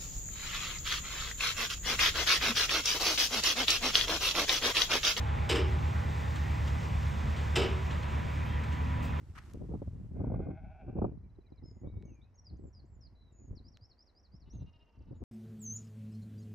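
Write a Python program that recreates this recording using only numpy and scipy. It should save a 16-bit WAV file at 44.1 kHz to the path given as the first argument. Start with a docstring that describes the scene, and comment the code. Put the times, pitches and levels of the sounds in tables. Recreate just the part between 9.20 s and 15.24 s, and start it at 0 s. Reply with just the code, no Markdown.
"""A breezy hill pasture. Cloth rustles briefly, then swirls of wind rumble and thump on the microphone.
A sheep gives one long, hoarse bleat: puffs of air from its throat make its mouth ring.
A wren sings gliding whistles and trills, and a lower-voiced bird pipes far off.
At the end a distant lamb bleats in short, shaky bursts. A soft hush lies under it all."""
import sys
import numpy as np
from scipy import signal
from scipy.fft import rfft, irfft
from scipy.io import wavfile
from scipy.ndimage import uniform_filter1d

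SR = 44100
rng = np.random.default_rng(int(sys.argv[2]) if len(sys.argv) > 2 else 0)


def wav_out(sig):
    """Save sig, one row per channel (or a flat mono array), as 16-bit PCM at SR to the path in sys.argv[1]."""
    wavfile.write(sys.argv[1], SR, np.round(np.clip(np.atleast_2d(sig).T, -1, 1) * 32767).astype(np.int16))


N = 266319
T = np.arange(N) / SR


def wind(hit_s=0.0036, cutoff_hz=455, db_per_octave=29, hiss_hz=(9400, 11200)):
    """Faster air sheds smaller swirls, so the wind grows louder and brighter together."""
    # sharp swirls hitting the microphone: t/s, relative level/dB
    buffets = [(0.342, -37.5), (0.409, -38.5), (0.491, -35), (0.536, -29.5), (0.547, -32.5), (0.617, -30.5),
               (0.673, -37), (0.964, -34), (0.999, -28.5), (1.01, -29), (1.04, -26.5), (1.07, -32),
               (1.097, -28.5), (1.117, -26.5), (1.138, -29), (1.199, -28.5), (1.266, -29.5), (1.3, -36.5),
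               (1.783, -22.5), (1.816, -17.5), (1.841, -17.5), (1.858, -35), (2.184, -43.5), (2.318, -42),
               (2.422, -43), (2.452, -45.5), (2.512, -48.5), (2.564, -42.5), (2.633, -40), (2.669, -41.5),
               (2.766, -40.5), (3.389, -42), (3.639, -48), (5.417, -40.5), (5.908, -39.5)]
    # tone of the rumble: f/Hz, relative level/dB
    rumble_tone = [(25, -36), (42, -3), (65, 6.5), (120, -0.5), (190, -6.5), (270, -27), (600, -62)]
    large, small = gusts()
    lumps = np.minimum(drift(45), 1)  # lulls are deep, surges limited
    hits = 1e-6
    for s, db in buffets:
        age = np.clip((T - s) / hit_s, 0, 40)
        hits = hits + from_db(db) * age * np.exp(1 - age)
    # small swirls flutter, up to a cutoff that rises with their force
    force = np.hypot(small * from_db(-2 + 7.5 * lumps), from_db(-8) * hits)
    left_brighter = np.array([[0.04], [-0.04]])
    cutoff = cutoff_hz * 2 ** ((20 * np.log10(force) + 50) / db_per_octave + left_brighter)
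    flutter = sum(x * hz ** -1.054 / np.sqrt(1 + (hz / cutoff) ** 14)
                  for hz, x in noise_bands(230, count=7))
    # large swirls rumble; in the lulls only the deepest are left
    push = np.hypot(large * from_db(3 * lumps), from_db(-12) * hits)
    tilt = 0.52 * (20 * np.log10(push) + 45)  # dB per octave
    rumble = sum(x * from_db(at_hz(rumble_tone, hz) + tilt * np.log2(hz / 65))
                 for hz, x in noise_bands(28, count=9))
    # a thin hiss at the microphone's openings follows the flow
    hiss = unit_power(band(rng.standard_normal((2, N)), *hiss_hz))
    hiss_gain = from_db(-57) * np.sqrt(push * push.mean())
    pressure = force * evened(flutter, 0.017) + push * evened(rumble, 0.025) + thumps()
    return microphone_openings(pressure) + hiss_gain * hiss


def gusts(rise_share=0.51, edge_drop_db=4.5, roundness=1.41):
    """Gusts swell and ebb over the breeze. 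Gives the strength of the large swirls and the small ones."""
    # the light breeze between gusts: t/s, level/dB
    breeze = [(0, -51.5), (0.3, -52), (0.75, -43.5), (1.3, -49.5), (1.6, -64), (2.05, -52), (2.25, -61),
              (2.5, -51.5), (3.2, -62.5), (3.7, -55), (4.2, -61.5), (4.55, -65), (4.8, -68.5), (5.05, -68),
              (5.25, -54.5), (5.7, -69), (6.03, -56)]
    # gusts: peak t/s, length/s, level/dB, flutter compared with the gust/dB
    gust_peaks = [(0.399, 0.079, -42.5, -5), (0.552, 0.072, -37, -9), (0.993, 0.062, -36.5, -7.5),
                  (1.076, 0.053, -35.5, -7.5), (1.137, 0.13, -33, -10), (1.283, 0.054, -41, -2),
                  (1.443, 0.16, -47.5, -29), (1.68, 0.051, -43, -5.5), (1.823, 0.1, -35, -4.5),
                  (1.979, 0.044, -42.5, -22.5), (2.441, 0.017, -48, -9), (2.665, 0.046, -41.5, -3.5),
                  (2.757, 0.054, -41, -24), (2.857, 0.14, -51.5, -5), (3.343, 0.042, -42.5, -12.5),
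                  (3.448, 0.046, -48.5, -7.5), (4.313, 0.039, -46, -14), (4.345, 0.2, -52, -8.5),
                  (5.146, 0.051, -54, -30), (5.353, 0.036, -40.5, -13), (5.422, 0.052, -42.5, -24),
                  (5.8, 0.029, -48, -12.5), (5.937, 0.061, -46, -10.5), (6.052, 0.041, -36.5, -5)]
    large = envelope(breeze) ** 2
    small = large * from_db(-17) ** 2
    for s, length, db, flutter_db in gust_peaks:
        near = slice(max(int((s - 3 * length) * SR), 0), int((s + 4 * length) * SR))
        from_peak = np.maximum((s - T[near]) / rise_share, (T[near] - s) / (1 - rise_share)) / length
        power = from_db(db - edge_drop_db * from_peak ** roundness) ** 2
        large[near] += power
        small[near] += power * from_db(flutter_db) ** 2
    return np.sqrt(large), np.sqrt(small)


def thumps(swell_s=0.0074):
    """A big swirl shoves the microphone and leaves a round, low swing of pressure."""
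    # shoves: t/s, level/dB, f/Hz
    shoves = [(0.105, -37.5, 76), (0.679, -30.5, 84), (1.008, -30.5, 102.7), (1.087, -26, 75),
              (1.793, -30.5, 65), (2.771, -34.5, 90.4), (4.311, -35.5, 58.5), (4.624, -48, 93)]
    out, age = np.zeros(N), T[:SR // 10]
    swell = age / swell_s * np.exp(1 - age / swell_s)
    for s, db, hz in shoves:
        add(out, s - swell_s, from_db(db) * swell * np.sin(2 * np.pi * hz * age))
    return out


def microphone_openings(pressure, overload=0.081, top_hz=1400):
    """The openings smooth away tiny swirls and round off hard ones; air reaches the left one later."""
    left, right = overload * np.tanh(pressure / overload)
    hz = np.arange(N // 2 + 1) * SR / N
    lag_rad = 1.3 * hz / (hz + 330)
    left = irfft(rfft(left) * np.exp(-1j * lag_rad), N)
    return signal.sosfilt(signal.butter(10, top_hz, fs=SR, output="sos"), [left, right])


def sheep(pitch_shake=.05, jitter=.03, hoarseness=.33, shake_db=2, tongue_width_hz=220):
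    """Shaky throat puffs make the mouth ring; the rings set by the tongue climb and grow stronger."""
    # rise and fall of the bleat: t/s, relative level/dB
    loudness = [(0.93, -100), (0.98, -77.5), (1.18, -74.5), (1.4, -75), (1.52, -75), (1.62, -75),
                (1.66, -79.5), (1.76, -79.5), (1.88, -85.5), (1.93, -92.5)]
    # throat and tongue: t/s, pitch/Hz, tongue ring/Hz
    throat = [(0.93, 142.7, 2140), (1.17, 155, 2150), (1.42, 155.8, 2230), (1.52, 156.2, 2320),
              (1.65, 151.9, 2364), (1.93, 146.3, 2446)]
    # moments when the shaking voice dips: t/s
    dips = [1.02, 1.101, 1.192, 1.273, 1.345, 1.414, 1.477, 1.557, 1.647, 1.746, 1.831, 1.9]
    # steady rings of the mouth: f/Hz, width/Hz, relative level/dB
    mouth = [(657, 59, 29.5), (800, 115, 20.5), (1410, 200, 7), (1587, 190, 6), (3160, 230, -12)]
    pitch, tongue = in_time(throat)
    shake = -np.cos(2 * np.pi * np.interp(T, dips, np.arange(len(dips))))
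    cycles = np.cumsum(pitch * (1 + pitch_shake * shake + jitter * drift(98))) / SR
    puffs = np.diff(np.floor(cycles), prepend=0) * from_db(2 * drift(60))
    breath = rng.standard_normal(N) * np.exp(-4 * (cycles % 1))  # a hiss after each puff
    source = (unit_power(puffs) + hoarseness * unit_power(breath)) * from_db(shake_db * shake)
    voice = sum((-1) ** k * from_db(db) * resonate(source, hz, width)
                for k, (hz, width, db) in enumerate(mouth))
    opening_db = 4 * np.minimum(T - loudness[-1][0], 0)  # climbs to 0 as the bleat ends
    for centre, db in (tongue, 7), (tongue + 290, 3.5):
        voice = -voice + from_db(db + opening_db) * moving_ring(source, centre, tongue_width_hz)
    voice = band(band(voice, 853, 3300), 400, 3200)
    return from_db(-shake_db) * envelope(loudness) * voice / np.std(band(voice, 1950, 3000))


def wren(bounce_s=0.0035, bounce_db=-12, echo_s=0.09, echo_db=-24):
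    """A song in four parts; a bounce off the ground breaks up the glides and a faint echo follows."""
    song = wren_pips() + wren_whistles() + wren_seesaw() + wren_trill()
    out = song.copy()
    for s, db in (bounce_s, bounce_db), (echo_s, echo_db):
        add(out, s, from_db(db) * song)
    return out


def wren_pips(first_db=-99, step_db=3):
    """The song opens with evenly spaced pips, each louder than the last."""
    # pitch path of one pip: f/Hz
    pip_hz = [4250, 3906, 3940]
    out = np.zeros(N)
    for k, s in enumerate(np.arange(1.917, 2.4, .057)):
        db = first_db + step_db * k
        add(out, s - .016, note(0.0093, [4500, 5100, 4700], [db - 4]))  # tiny lead-in
        add(out, s, note(0.025, pip_hz, [db]))
    return out


def wren_whistles(flick_s=.027, slide_end_hz=3754):
    """The free part of the song: plain whistles, warbles, high arcs and downward slides."""
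    # plain whistles: t/s, length/s, start f/Hz, end f/Hz, level/dB
    whistles = [(2.43, 0.098, 5165, 4990, -70), (2.665, 0.058, 3610, 3890, -81.5),
                (2.751, 0.099, 3620, 3940, -88), (3.011, 0.039, 3530, 4050, -75),
                (3.949, 0.17, 4024, 3840, -79), (4.119, 0.027, 7500, 6500, -78),
                (4.141, 0.15, 6840, 6630, -75), (5.295, 0.038, 5100, 6290, -65.5),
                (5.325, 0.097, 6660, 5840, -77), (5.949, 0.075, 7100, 6400, -86)]
    # warbles: t/s, length/s, centre f/Hz, swing/Hz, swing rate/Hz, final level/dB, swell/dB
    warbles = [(2.448, 0.19, 6780, 200, 19, -87, 2), (2.845, 0.12, 6310, 300, 21, -79.5, 0),
               (3.141, 0.064, 6070, 544, 16, -63.5, 14.5)]
    # high arcs that flick up and sink slowly: t/s, length/s, level/dB
    arcs = [(3.364, .136, -83.5), (3.648, .124, -83)]
    # slides that linger halfway: t/s, length/s, start f/Hz, bend/Hz, level/dB
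    slides = [(3.242, 0.067, 5910, 297, -62), (3.527, 0.086, 6060, 364, -67.5),
              (3.802, 0.08, 6200, 376, -66.5)]
    out, progress = np.zeros(N), np.linspace(0, 1, 40)
    for s, length, start_hz, end_hz, db in whistles:
        arch = .016 * np.sin(np.pi * progress)
        scoop = 0.061 * np.exp(-progress * length / 0.0051)  # slides up into the pitch
        glide = (start_hz + (end_hz - start_hz) * progress) * (1 + arch - scoop)
        add(out, s, note(length, glide, [db - 2.5, db, db - 2.5]))
    for s, length, hz, swing_hz, rate, db, swell_db in warbles:
        age = progress * length
        glide = hz + swing_hz * np.sin(2 * np.pi * rate * age) - 1500 * np.exp(-age / 0.0035)
        add(out, s, note(length, glide, [db - swell_db, db - swell_db, db]))
    for s, length, db in arcs:
        add(out, s, note(flick_s, [4500, 6600, 7500, 7900], [db - 1, db - 10]))
        sink = note(length - flick_s, [7800, 7650, 7540, 7330, 6880], [db - 10, db - 7, db + 1])
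        add(out, s + flick_s, sink)
    for s, length, start_hz, bend_hz, db in slides:
        glide = start_hz + (slide_end_hz - start_hz) * progress - bend_hz * np.sin(2 * np.pi * progress)
        add(out, s, note(length, glide, [db - 7, db - 1.5, db - 5.5]))
    return out


def wren_seesaw(start_s=4.35, period_s=.1695, count=6):
    """Falling and rising notes take turns, softer each time, ending on a fall."""
    fall_hz, rise_hz = [6080, 5340, 4780, 4250, 4060, 3690], [4430, 4850, 4980, 5360, 5750]
    out = np.zeros(N)
    for k in range(count):
        s, db = start_s + k * period_s, -67.5 - 1.5 * k
        add(out, s, note(0.051, fall_hz, [db - 1, db, db - 4]))
        if k < count - 1:
            add(out, s + .087, note(0.062, rise_hz, [db - 4.5, db + 1.5, db + 1.5]))
    return out


def wren_trill():
    """A fast run of tiny, blurred downward flicks closes the song."""
    out = np.zeros(N)
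    for k, s in enumerate(np.arange(5.425, 5.93, .0328)):
        levels_db = -86 - 0.04 * k + rng.normal(0, 2, size=4)
        add(out, s, note(0.014, [6400, 5100, 4000], levels_db, edge_s=.005, tremble=.06))
    return out


def far_bird():
    """Slow, fluty notes from across the field, wavering in the moving air."""
    # notes: t/s, length/s, start f/Hz, middle f/Hz, end f/Hz, relative level/dB
    piping = [(2.03, 0.052, 2375, 2330, 2190, -89), (2.235, 0.065, 2500, 2350, 2060, -83),
              (2.33, 0.1, 2450, 2230, 1920, -89), (2.45, 0.21, 2120, 2075, 1925, -89),
              (2.635, 0.283, 2265, 2227, 2250, -83), (2.879, 0.145, 2880, 2440, 2280, -81),
              (3.021, 0.085, 2370, 2530, 2600, -89.5), (4.11, 0.14, 2710, 2580, 2350, -97)]
    out = np.zeros(N)
    for s, length, *pitches, db in piping:
        add(out, s, note(length, pitches, [db - 1], edge_s=0.0052, tremble=.003))
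    return out * from_db(-drift(25))


def lamb(start_s=5.245, end_s=5.995, burst_s=.068, breath=0.61, ring_hz=2815, bright_hz=3800):
    """A high, breathy buzz rings the mouth in short, rounded bursts, some longer than others."""
    # strength of the mouth's rings: t/s, main ring level/dB, brighter ring level/dB
    ring_levels = [(5.27, -79, -84.5), (5.34, -85, -79.5), (5.42, -82, -80), (5.48, -73.5, -83.5),
                   (5.62, -73, -85), (5.68, -78.5, -99), (5.98, -89, -85)]
    # pitch of the voice: t/s, f/Hz
    pitch_path = [(5.28, 292.7), (5.35, 308), (5.42, 306), (5.48, 314), (5.62, 313), (5.97, 293)]
    arch = np.abs(np.sin(np.pi * (T - start_s) / burst_s)) * (T > start_s) * (T < end_s)
    gap = np.clip(.4 + .1 * drift(10), .1, .8)  # the voice breaks off below this
    bursts = np.sin(np.pi / 2 * np.clip((arch - gap) / (1 - gap), 0, 1))
    ring_db, bright_db = in_time(ring_levels)
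    pitch, = in_time(pitch_path)
    cycles = np.cumsum(pitch * (1 + 0.04 * (arch - .9) + 0.0049 * drift(60))) / SR
    buzz = unit_power(sum(np.cos(2 * np.pi * k * cycles) for k in range(1, 20)))
    source = buzz + breath * rng.standard_normal(N)
    ring = evened(resonate(resonate(source, ring_hz, 150), ring_hz, 600)[None], burst_s)[0]
    low = unit_power(resonate(resonate(source, 770, 190), 960, 600))
    bright = unit_power(resonate(resonate(source, bright_hz, 450), bright_hz, 1100))
    return bursts * (from_db(ring_db) * ring + from_db(bright_db) * bright + from_db(-78) * low)


def rustle(grit_db=2):
    """Cloth brushes past the microphone: a gritty hiss with one short double scuff in it."""
    # loudness of the cloth's hiss and of its scuff: t/s, level/dB
    hiss_levels = [(0, -73.5), (0.18, -72), (0.3, -67), (0.37, -74.5), (0.9, -81), (1.3, -104)]
    scuff_levels = [(0.148, -83), (0.161, -54.5), (0.169, -58), (0.179, -52), (0.186, -45.5),
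                    (0.195, -64.5), (0.28, -77), (0.32, -71)]
    # tone of each: f/Hz, relative level/dB
    hiss_tone = [(200, -4.5), (1000, 11), (4000, -1), (7000, -1.5), (9000, -8.5), (15000, -12.5)]
    scuff_tone = [(400, -4), (1200, 20), (2000, 16.5), (3000, 2), (5000, -0.5), (15000, -19)]
    scuff = envelope(scuff_levels) * coloured(scuff_tone) * from_db([[0.5], [-0.5]])  # a little left
    hiss = envelope(hiss_levels) * coloured(hiss_tone)
    grit = unit_power(from_db(grit_db * drift(350)))
    return (hiss + scuff) * grit


def ticks(decay_s=0.0003):
    """Small dry snaps that die within a few milliseconds."""
    # snaps: t/s, peak level/dB, lowest f/Hz, highest f/Hz
    snaps = [(0.189, -52, 1100, 4720), (0.336, -46.5, 1490, 10500), (2.825, -52.5, 980, 3400),
             (4.572, -44.5, 1110, 4000)]
    out, age = np.zeros(N), T[:SR // 20]
    for s, db, low_hz, high_hz in snaps:
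        snap = band(rng.standard_normal(len(age)) * np.exp(-age / decay_s), low_hz, high_hz)
        add(out, s, from_db(db) * snap / np.abs(snap).max())
    return out


def open_air():
    """The soft, steady hush of the outdoors."""
    # tone of the hush: f/Hz, relative level/dB
    hush_tone = [(30, 0), (100, -6), (250, -1.5), (850, -8), (1300, -16), (2300, -17.5), (3300, -54),
                 (6600, -12.5), (8000, -79.5), (10000, -42), (14000, -47)]
    return from_db(-74.5) * coloured(hush_tone)


def outdoors(x, echo_db, fade_s, width, pan_db=0):
    """The direct sound plus thin echoes scattered by bushes and hillside."""
    mid, side = rng.standard_normal((2, SR)) * from_db(-60 * T[:SR] / fade_s)
    response = mid + width * np.array([side, -side])
    response *= from_db(echo_db) / np.sqrt(np.sum(response[0] ** 2))
    response[:, 0] += 1  # the direct sound
    return signal.fftconvolve(x[None], response, axes=1)[:, :N] * from_db([[pan_db / 2], [-pan_db / 2]])


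def note(length, pitches, levels, edge_s=0.0088, tremble=.008):
    """A bird's near-pure whistle glides through its pitches, trembling in pitch and level."""
    progress = np.linspace(0, 1, int(length * SR))
    waver, flutter = (np.interp(progress * length, np.arange(100) / 300, row)
                      for row in rng.standard_normal((2, 100)))
    glide = np.interp(progress, np.linspace(0, 1, len(pitches)), pitches)
    hz = uniform_filter1d(glide, len(progress) // 8, mode="nearest") * (1 + tremble * waver)
    db = np.interp(progress, (np.arange(len(levels)) + .5) / len(levels), levels) + 4 * flutter
    from_edge_s = np.minimum(progress, 1 - progress) * length
    fade = np.sin(np.pi / 2 * np.clip(from_edge_s / edge_s, 0, 1)) ** 2
    return np.sqrt(2) * from_db(db) * fade * np.sin(2 * np.pi * np.cumsum(hz) / SR)


def noise_bands(low, count):
    """Stereo noise in half-octave slices, each given as (centre frequency, sound)."""
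    # how alike left and right are: f/Hz, likeness from 0 to 1
    likeness = [(30, 0.97), (600, 0.65), (1800, 0.56), (12000, 0.12)]
    white = rng.standard_normal((2, 2, N))
    for k in range(count):
        hz = low * 2 ** (k / 2)
        alike = at_hz(likeness, hz)
        mid, side = white[k % 2]
        pair = np.sqrt(1 + alike) * mid + np.sqrt(1 - alike) * np.array([side, -side])
        yield hz, band(pair, hz / 2 ** .25, hz * 2 ** .25)


def coloured(tone):
    """Stereo noise with the given tone and a power of 1."""
    return unit_power(sum(from_db(at_hz(tone, hz)) * x for hz, x in noise_bands(28, count=19)))


def evened(x, seconds):
    """Take the slow swells out of a sound."""
    return x / np.sqrt(uniform_filter1d(np.mean(x ** 2, axis=0), int(seconds * SR)) + 1e-9)


def drift(rate):
    """A smooth random wobble of about 1 either way; a higher rate wobbles faster."""
    r = np.exp(-40 * np.pi * rate / SR)
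    slow = signal.lfilter([1], [1, -2 * r, r * r], rng.standard_normal(N // 20 + 2002))[2000:]
    return np.interp(np.arange(N) / 20, np.arange(len(slow)), unit_power(slow))


def band(x, low, high):
    """Keep what lies between two frequencies."""
    sections = signal.butter(2, [low, min(high, SR / 2 - 500)], "band", fs=SR, output="sos")
    return signal.sosfilt(sections, x + 1e-18)


def resonate(x, hz, width):
    """Make a sound ring at one frequency; a narrower width rings longer."""
    r = np.exp(-np.pi * width / SR)
    feedback = [1, -2 * r * np.cos(2 * np.pi * hz / SR), r * r]
    return signal.lfilter(np.array([1, 0, -1]) * (1 - r * r) / 2, feedback, x + 1e-18)


def moving_ring(x, hz, width):
    """Make a sound ring at a frequency that moves over time."""
    r = np.exp(-np.pi * width / SR)
    turn = np.exp(2j * np.pi * np.cumsum(hz) / SR)
    return 2 * (1 - r) ** 2 * np.real(turn * signal.lfilter([1], [1, -2 * r, r * r], x / turn))


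def from_db(db):
    """Turn decibels into a multiplier."""
    return 10 ** (np.asarray(db) / 20)


def unit_power(x):
    """Scale to an average power of 1."""
    return x / np.sqrt(np.mean(x ** 2) + 1e-20)


def in_time(rows):
    """Join a table's timed points into one curve per column."""
    s, *columns = np.transpose(rows)
    return [np.interp(T, s, c) for c in columns]


def envelope(rows):
    """A loudness curve through timed levels, silent before and after."""
    s, db = np.transpose(rows)
    return np.interp(T, s, from_db(db), left=0, right=0)


def at_hz(points, hz):
    """Read a table at a frequency, with octaves evenly spaced."""
    f, value = np.transpose(points)
    return np.interp(np.log(hz), np.log(f), value)


def add(out, start, sound):
    """Mix a sound in at a start time in seconds."""
    i = int(start * SR)
    out[i:i + len(sound)] += sound[:N - i]


def scene():
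    """Animals in the open, wind and small noises at the microphone."""
    flock = outdoors(sheep(), echo_db=-9.5, fade_s=0.14, width=0.3, pan_db=2.2)
    flock += outdoors(lamb(), echo_db=-9, fade_s=.6, width=0.43)
    birds = outdoors(wren(), echo_db=-9, fade_s=0.22, width=0.59)
    birds += outdoors(far_bird(), echo_db=-12.5, fade_s=1.0, width=0.63)
    hush = open_air()
    return wind() + flock + birds + rustle() + ticks() + hush


def record(dry):
    """The highest treble is cut off steeply."""
    return signal.sosfilt(signal.ellip(10, .1, 70, 15000, fs=SR, output="sos"), dry)


dry = scene()
out = record(dry)
wav_out(out)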